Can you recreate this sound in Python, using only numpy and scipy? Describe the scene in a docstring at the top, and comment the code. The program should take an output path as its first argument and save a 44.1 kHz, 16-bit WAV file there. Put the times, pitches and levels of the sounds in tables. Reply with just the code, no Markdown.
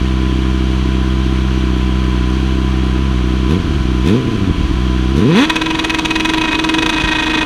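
"""A low, slightly unsteady throb is heard first: a four-cylinder motorcycle idling on a dyno in a
sheet-metal workshop, beside a humming fan. It is blipped twice and stumbles back, then is opened wide
against the launch limiter, which chops the firing into barks that lengthen as the clutch takes the load.
The exhaust note is a pulse train at the firing rate; under load the pulses steepen into shocks that
excite the silencer's resonances. Turbulence adds rumble and hiss, and the valve gear clatters."""
import sys
import numpy as np
from scipy import signal
from scipy.fft import rfft, irfft
from scipy.io import wavfile
from scipy.ndimage import uniform_filter1d

SR = 44100
rng = np.random.default_rng(int(sys.argv[2]) if len(sys.argv) > 2 else 0)


def generate_wav(signal):
    """Clip the signal to [-1, 1] and save it as 16-bit WAV at the path in sys.argv[1]."""
    frames = np.transpose(np.atleast_2d(signal))
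    scaled = np.clip(frames, -1, 1) * 32767
    pcm = np.round(scaled).astype(np.int16)
    wavfile.write(sys.argv[1], SR, pcm)


N = 328545
TIME = np.arange(N) / SR

# fan tones: harmonic of the blade rate, level/dB
FAN_HARMONICS = [(1, -35), (2, -43), (3, -37.5)]
# firing rate in the hunting idle, the run-up and at the limiter: t/s, f/Hz
IDLE_RATE = [(0.06, 64), (0.94, 64), (1.02, 64), (1.18, 64), (1.28, 64.4), (1.36, 64), (1.5, 64),
             (1.76, 63), (1.86, 63), (1.96, 63.9), (2.26, 61.7), (2.36, 64.7), (2.84, 64.1), (2.94, 62.3),
             (3.04, 68), (3.18, 61), (3.4, 64.3)]
RUN_UP_RATE = [(5.08, 63), (5.17, 69.5), (5.26, 122), (5.3, 159), (5.342, 177), (5.4, 260), (5.455, 319)]
LIMITER_RATE = [(6.4, 318.5), (6.5, 314), (6.6, 319), (6.85, 318), (7.0, 313), (7.45, 313)]
# throttle blips: t/s, time open/s, opening (0-1), air gulp gain/dB, firing rate gained/Hz, fall time/s
THROTTLE_BLIPS = [(3.47, .065, 0.68, -7, 33, .3), (4.035, .11, 0.96, -1, 70, .6)]
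# misses (negative) and catches (positive) on the overrun: t/s, duration/s, gain/dB
OVERRUN_STUMBLES = [(3.635, 0.077, -2.5), (3.746, 0.064, 2.5), (4.24, 0.034, -5), (4.29, 0.038, 0),
                    (4.33, 0.067, -2.5), (4.494, 0.038, 5), (4.54, 0.037, -7), (4.61, 0.073, 2.5)]
# single barks let through by the limiter: t/s, accent/dB (compressed in bursts)
LIMITER_BARKS = [(5.4983, -3.5), (5.5603, -4), (5.617, -8), (5.6612, -9.5), (5.706, -9.5), (5.749, -11),
                 (5.7925, -5.5), (5.844, -5), (5.9, -4.5), (5.9438, -7.5), (5.9893, -5), (6.0522, -4),
                 (6.1069, -6), (6.1578, -4.5), (6.2018, -5), (6.2513, -4), (6.2936, -5), (6.3392, -5),
                 (6.3765, -7), (6.415, -6.5), (6.5477, -9.5), (6.5922, -4.5), (6.6427, -6.5), (6.6928, -4),
                 (6.743, -5.5), (6.7854, -4), (6.8255, -4.5), (6.8627, -7), (6.8958, -3)]
# spells of clutch drag with evenly spaced bursts: t/s, duration/s, burst length/s, gain/dB
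CLUTCH_DRAGS = [(6.438, .1, .023, -1.5), (6.925, .52, .026, -1.0)]
# unburnt fuel popping in the silencer: t/s, peak level/dB
FUEL_POPS = [(7.038, -7)]
# cylinders in firing order: gain/dB, header delay/ms, weight of the thump's edge
FIRING_ORDER = [(.3, .01, .15), (-.2, .07, -.1), (.1, .03, .1), (-.1, .1, -.08)]
# exhaust note at the limiter: t/s, level/dB
LIMITER_NOTE = [(5.46, -18.5), (5.9, -21), (6.15, -20), (6.35, -17), (6.5, -22), (6.62, -17), (6.82, -17.5),
                (7.0, -22), (7.45, -20.5)]
# open-throttle crack against firing rate: f/Hz, level/dB
CRACK_BY_FIRING_RATE = [(60, -45), (125, -33), (155, -25.5), (200, -14.5)]
# spectra of the mechanical clatter, airbox hiss and gas rush: f/Hz, level/dB
CLATTER_SPECTRUM = [(200, 6.5), (600, -5.5), (850, -9.5), (1100, -1), (1500, 0), (2000, -6), (3200, -1.5),
                    (3700, -7), (4500, -10.5), (5200, -18), (6000, -14), (7700, -26.5), (11500, -35),
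                    (16000, -38.5)]
AIRBOX_SPECTRUM = [(500, -19), (2000, -9), (3000, -2), (3600, 10.5), (4500, -3.5), (6000, -2), (7700, -10),
                   (10200, -8.5), (12000, -17), (16000, -20)]
RUSH_SPECTRUM = [(5, -48), (20, -35), (55, -19), (90, -22), (140, -1.5), (220, -4), (300, 7), (400, -11.5),
                 (550, -24), (1500, -40), (5000, -63)]
# spectra of the soft thump, its steep edge, the hard pulse and the crack: f/Hz, level/dB
THUMP_SPECTRUM = [(5, -32), (20, -11), (45, 12.5), (64, 5), (128, -4), (192, -2.5), (256, -13.5),
                  (320, -6.5), (385, -13.5), (450, -32.5), (600, -58), (1200, -44), (4000, -98)]
EDGE_SPECTRUM = [(60, -66), (160, -58), (225, 4), (290, 20), (350, 15.5), (420, 0), (600, -31), (2000, -41)]
HARD_SPECTRUM = [(20, -19), (60, -20), (125, 1), (230, 7), (320, -2), (470, 1), (620, -37.5), (1000, -34),
                 (4000, -85)]
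CRACK_SPECTRUM = [(100, -39), (320, -17), (430, -1), (620, -3.5), (830, -4), (1000, 0), (1800, 5.5),
                  (2700, 0), (3800, -2.5), (4300, -17), (5200, -16.5), (6000, -9.5), (7700, -22.5),
                  (11500, -32.5), (16000, -38)]
# resonances and notches of the engine cases and the silencer: f/Hz, bandwidth/Hz, gain/dB
CASE_MODES = [(757, 36, 11.5), (997, 176, 7), (2334, 64, 5), (3240, 200, 2), (3590, 104, -4.5),
              (8470, 530, 6.5), (9700, 400, -1), (10280, 700, 7.5)]
SILENCER_MODES = [(469.8, 42, 20.5), (473, 17, -9), (724, 47, 11.5), (940, 38, -5), (958, 154, 15),
                  (1125, 33, 7), (1257, 52.5, -4.5), (1330, 7.6, 8.5), (1700, 65, -1.5), (1990, 160, 0),
                  (2170, 20, -35), (2527, 123, 10.5), (2893, 91, 2.5), (3392, 153, 9.5), (3970, 350, 8.5),
                  (4560, 440, 10), (8640, 690, 8), (9840, 320, -10), (10050, 230, 16.5)]

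REST_HZ, SPIN_LAG_S = 62, .035   # resting firing rate; time the crank gains speed after a blip
LAUNCH_S, LIMITER_FROM_S = 5.14, 5.457


def from_db(db):
    """Amplitude ratio: a factor of ten per 20 dB."""
    return 10 ** (np.asarray(db) / 20)


def unit_rms(x):
    """Normalisation to unit mean power."""
    return x / np.sqrt(np.mean(x ** 2) + 1e-20)


def levelled(x, size=2800):
    """Division by the running RMS removes slow swells and keeps the single beats."""
    power = uniform_filter1d(uniform_filter1d(x ** 2, size), size)
    return x / np.sqrt(np.abs(power) + 1e-12)


def curve(rows):
    """Linear interpolation of (t/s, value) rows at every sample."""
    return np.interp(TIME, *np.transpose(rows))


def ramp(start, length):
    """Linear transition from 0 to 1."""
    return np.clip((TIME - start) / length, 0, 1)


def drift(rate_hz):
    """Slow random fluctuation: interpolated Gaussian values."""
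    knots = rng.standard_normal(N // 40)
    return np.interp(TIME * rate_hz, np.arange(len(knots)), knots)


def impulses(times, heights):
    """Impulse train; linear weighting places each impulse between two samples."""
    at = np.clip(np.asarray(times) * SR, 0, N)
    whole = at.astype(int)
    before = np.bincount(whole, heights * (1 - at + whole), N + 2)
    after = np.bincount(whole + 1, heights * (at - whole), N + 2)
    return (before + after)[:N]


def first_order(x, hz, kind):
    """Filter with skirts of 6 dB per octave."""
    return signal.sosfilt(signal.butter(1, hz, kind, fs=SR, output="sos"), x)


def colour(x, spectrum, modes=(), size=8192, zero_phase=False):
    """Filter of unit power gain: minimum phase rings after a click, zero phase gives an even bump."""
    hz, points = np.arange(size // 2 + 1) * SR / size + 1, np.array(spectrum)
    db = np.interp(np.log(hz), np.log(points[:, 0]), points[:, 1])
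    for centre, width, lift in modes:
        db = db + lift / (1 + (2 * (hz - centre) / width) ** 2)
    if zero_phase:
        bump = np.roll(irfft(from_db(db)), size // 2)
        return signal.oaconvolve(x, bump / np.linalg.norm(bump), "same")
    cepstrum = irfft(np.log(from_db(db)))[:size // 2]
    response = irfft(np.exp(rfft(2 * cepstrum, size)))
    return signal.oaconvolve(x, response / np.linalg.norm(response))[:N]


def workshop(x, band_hz=(700, 6000), first_echo_s=.003, size=22050):
    """Reverberation: diffuse reflections decay exponentially."""
    t = TIME[:size]
    tail = 0
    for db, t60_s in ((-10, .035), (-13, .35)):   # wheel and dyno bed; metal walls
        echoes = rng.standard_normal(size) * from_db(-60 * t / t60_s) * (t > first_echo_s)
        tail = tail + from_db(db) * echoes / np.linalg.norm(echoes)
    return signal.oaconvolve(x, first_order(tail, band_hz, "band"))[:N]


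def fan(blade_hz=335.8, wander_rad=.26, flutter_db=1.5):
    """Harmonics of the blade-passing frequency, modulated in phase and amplitude by the draught."""
    phase = 2 * np.pi * blade_hz * TIME + wander_rad * drift(14)
    return sum(np.sqrt(2) * from_db(db + flutter_db * drift(22)) * np.sin(k * phase)
               for k, db in FAN_HARMONICS)


def rider(open_s=.039, close_s=.041, settle_s=.21, gulp_fade_s=.035, launch_gulp_db=-5):
    """Control envelopes: throttle opening, the gulp of air as it opens, the overrun after it shuts."""
    throttle, overrun = ramp(LAUNCH_S, open_s), 0
    snaps = [(LAUNCH_S, launch_gulp_db)]
    for start, held, opening, gulp_db, _, fall in THROTTLE_BLIPS:
        shut = start + held
        throttle += opening * (ramp(start, open_s) - ramp(shut, close_s))
        overrun += ramp(shut + SPIN_LAG_S, close_s) - ramp(shut + fall - settle_s / 2, settle_s)
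        snaps.append((start, gulp_db))
    gulp = 0
    for start, db in snaps:
        decay = np.exp(-np.maximum(TIME - start - open_s, 0) / gulp_fade_s)
        gulp += from_db(db) * ramp(start, open_s) ** 2 * decay
    return np.maximum(throttle, 0), gulp, np.maximum(overrun, 0)


def firing_rate(fall_exponent=1.4):
    """The fundamental f/Hz follows crank speed: idle, a quick rise and slow fall per blip, run-up."""
    rate = curve([*IDLE_RATE, (THROTTLE_BLIPS[0][0], REST_HZ), *RUN_UP_RATE, *LIMITER_RATE])
    for start, held, _, _, gained, fall in THROTTLE_BLIPS:
        rise = held + SPIN_LAG_S
        rate += gained * ramp(start, rise) * (1 - ramp(start + rise, fall)) ** fall_exponent
    return rate


def firings(cycles):
    """Time, strength and edge of each pulse; unequal headers make the pattern repeat every four."""
    number = np.arange(int(cycles[-1]))
    strength_db, delay_ms, edge = np.array(FIRING_ORDER)[number % len(FIRING_ORDER)].T
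    return np.interp(number + 1, cycles, TIME) + delay_ms / 1000, from_db(strength_db), edge


def bursts(bark_s=.0114, lead_s=.0028, bark_db=.43, accent_share=.31, drag_cycle_s=.0372):
    """Intermittent firing at the limiter, as rows of t/s, duration/s, crack gain/dB."""
    mean_db = np.mean(LIMITER_BARKS, axis=0)[1]
    barks = [(t - lead_s, bark_s, bark_db + accent_share * (db - mean_db)) for t, db in LIMITER_BARKS]
    dragged = [(t, burst_s, db) for start, length, burst_s, db in CLUTCH_DRAGS
               for t in np.arange(start, start + length, drag_cycle_s)]
    return np.array(sorted(barks + dragged))


def spark():
    """Ignition gate: 1 while the engine fires, 0 while the limiter cuts it."""
    gate = 1. * (TIME < LIMITER_FROM_S)
    for start, length, _ in bursts():
        gate[int(start * SR):int((start + length) * SR)] = 1
    return gate


def stumbling():
    """Amplitude modulation in dB: Gaussian dips and swells as the engine misses and catches."""
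    return sum(db * np.exp(-(2 * (TIME - t) / length) ** 2) for t, length, db in OVERRUN_STUMBLES)


def intake(cycles, throttle, gulp, gulp_db=-27.5, open_db=-56):
    """Turbulence at the throttle hisses through the airbox, pulsed at the firing rate."""
    pulsed_noise = (1 - cycles % 1) ** 2 * rng.standard_normal(N)
    gain = from_db(gulp_db) * gulp + from_db(open_db) * throttle
    return gain * unit_rms(colour(pulsed_noise, AIRBOX_SPECTRUM))


def clatter(cycles, throttle, idle_db=-27, open_lift_db=1.1, depth=.22, tick_s=.002, scatter_db=.5):
    """Chain and gear noise excites the case modes, modulated by two valve impacts per firing."""
    times = np.interp(np.arange(2 * int(cycles[-1])) / 2, cycles, TIME)
    timing, force = rng.standard_normal((len(times), 2)).T
    hits = impulses(times + tick_s * timing, from_db(scatter_db * force))
    ticks = unit_rms(signal.lfilter([1], [1, -np.exp(-1 / (tick_s * SR))], hits + 1e-18))
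    rattle = colour((1 + depth * ticks) * rng.standard_normal(N), CLATTER_SPECTRUM, CASE_MODES)
    return from_db(idle_db + open_lift_db * throttle) * levelled(rattle)


def gas_flow(throttle, overrun, idle_db=-46, open_db=-28, overrun_db=-24.5, surge_db=-16):
    """Turbulent pipe flow rumbles; each burst expels a slug of gas, and unburnt fuel pops once."""
    flow = from_db(idle_db) + from_db(open_db) * throttle + from_db(overrun_db + stumbling()) * overrun
    rush = flow * colour(rng.standard_normal(N), RUSH_SPECTRUM)
    surge = from_db(surge_db) * first_order(spark() - 1, (42, 110), "band")
    pop_times = np.array(FUEL_POPS)[:, 0]
    pop = colour(impulses(pop_times, 1), THUMP_SPECTRUM)
    return rush + surge + pop / np.abs(pop).max() * from_db(curve(FUEL_POPS))


def note_level(throttle, overrun, idle_db=-13, open_lift_db=4, overrun_lift_db=-1.5,
               grip_s=.02, burst_db=1, lull_db=-3, lull_s=.00361):
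    """Envelope of the note in dB: it follows the throttle, then drops as the limiter grips."""
    free = idle_db + open_lift_db * throttle + overrun_lift_db * overrun + stumbling()
    limited = ramp(LIMITER_FROM_S - grip_s, grip_s)
    # each burst swells the note; the emptied pipe is briefly quiet after it
    ends = np.sum(bursts()[:, :2], axis=1)
    lull_times = (ends[:, None] + lull_s * np.arange(3)).ravel()
    lull = np.interp(TIME, lull_times, np.tile([0, 1, 0], len(ends)))
    swell = burst_db * spark() * (TIME > LIMITER_FROM_S) + lull_db * lull
    return (1 - limited) * free + limited * curve(LIMITER_NOTE) + swell


def exhaust_note(times, strength, edge, rate, throttle, overrun, hardening_hz=176,
                 scatter=.95, jitter=.17, edge_scatter=.098, spike_lead_s=.0025, hot_lead_s=.0002):
    """A quasi-periodic pulse train: round at idle, harder with throttle and speed, uneven on overrun."""
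    hard = .062 + .25 * throttle + (rate - REST_HZ) / hardening_hz - .094 * overrun
    uneven = .04 + .1 * throttle + .45 * overrun
    hard, uneven = (np.clip(np.interp(times, TIME, share), 0, 1) for share in (hard, uneven))
    force, timing, shape = rng.standard_normal((len(times), 3)).T
    strength = strength * np.clip(1 + scatter * uneven * force, 0, 2)
    times = times + jitter * uneven * timing / np.interp(times, TIME, rate)
    soft = strength * (1 - hard)
    thumps = colour(impulses(times, soft), THUMP_SPECTRUM, zero_phase=True)
    edges = colour(impulses(times, soft * (edge + edge_scatter * shape)), EDGE_SPECTRUM, zero_phase=True)
    # the pressure spike leads the suction, and travels faster in burnt gas than in pumped air
    lead_s = spike_lead_s + hot_lead_s * np.interp(times, TIME, spark())
    spikes = colour(impulses(times - lead_s, strength * hard), HARD_SPECTRUM)
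    return from_db(note_level(throttle, overrun)) * levelled(spikes - thumps - edges)


def crack_level(rate, throttle, gulp, idle_db=-44, gulp_db=-25.5):
    """Envelope of the crack in dB: idle, load and gulp amplitudes add; each burst has its own gain."""
    loaded = throttle * from_db(np.interp(rate, *np.transpose(CRACK_BY_FIRING_RATE)))
    amplitude = from_db(idle_db) + loaded + from_db(gulp_db) * gulp
    starts, _, burst_db = bursts().T
    return 20 * np.log10(amplitude) + np.interp(TIME, starts, burst_db, left=0)


def shock_train(times, strength, rate, cut_db=-21.5, first_db=-2.5, scatter_db=1.44, jitter_s=.00003):
    """Shocks as impulses: at the limiter, cut cylinders only pump air and each burst fires a volley."""
    shocks = impulses(times, strength * np.where(times < LIMITER_FROM_S, 1, from_db(cut_db)))
    volleys = []
    for start, length, _ in bursts():
        hz = rate[int(start * SR)]
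        volleys.append(start + np.arange(round(length * hz)) / hz)
    onset_db = np.concatenate([first_db * (volley == volley[0]) for volley in volleys])
    timing, force = rng.standard_normal((len(onset_db), 2)).T
    fired = impulses(np.concatenate(volleys) + jitter_s * timing, from_db(onset_db + scatter_db * force))
    return (shocks + fired) * np.sqrt(SR / rate)   # power independent of firing rate


def exhaust_crack(shocks, level_db, jet_ratio=.7, jet_s=.0012, front_hz=5000, pivot_db=-14.5):
    """Nonlinear steepening: shocks, each trailed by a turbulent jet, excite the silencer's modes."""
    pole = np.exp(-1 / (jet_s * SR))
    jet_envelope = signal.lfilter([np.sqrt(1 - pole ** 2)], [1, -pole], shocks + 1e-18)
    jet = first_order(jet_envelope * rng.standard_normal(N), 1200, "high")
    blast = (jet_ratio * jet - shocks) / np.hypot(1, jet_ratio)
    # the stronger the blast, the steeper its front
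    front_db = 4.1 * np.clip(level_db - pivot_db, -3, 3)
    blast += first_order(blast, front_hz, "high") * (from_db(front_db) - 1)
    return from_db(level_db) * colour(blast, CRACK_SPECTRUM, SILENCER_MODES)


def scene():
    """Superposition of the fan and the engine's sounds, which throttle and crank speed drive."""
    throttle, gulp, overrun = rider()
    rate = firing_rate()
    cycles = np.cumsum(rate) / SR   # firings elapsed
    times, strength, edge = firings(cycles)
    note = exhaust_note(times, strength, edge, rate, throttle, overrun)
    crack = exhaust_crack(shock_train(times, strength, rate), crack_level(rate, throttle, gulp))
    engine = clatter(cycles, throttle) + intake(cycles, throttle, gulp)
    return (note + crack + workshop(crack) + gas_flow(throttle, overrun) + engine + fan())[None]


def record(dry, ceiling=1.14, low_hz=10, high_hz=15400):
    """Soft saturation rounds the highest peaks; band limiting cuts the deepest bass and the top."""
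    rounded = dry / (1 + (dry / ceiling) ** 4) ** (1 / 4)
    low_pass = signal.ellip(10, .1, 80, high_hz, fs=SR, output="sos")
    return signal.sosfilt(low_pass, first_order(rounded, low_hz, "high"))


dry = scene()
out = record(dry)
generate_wav(out)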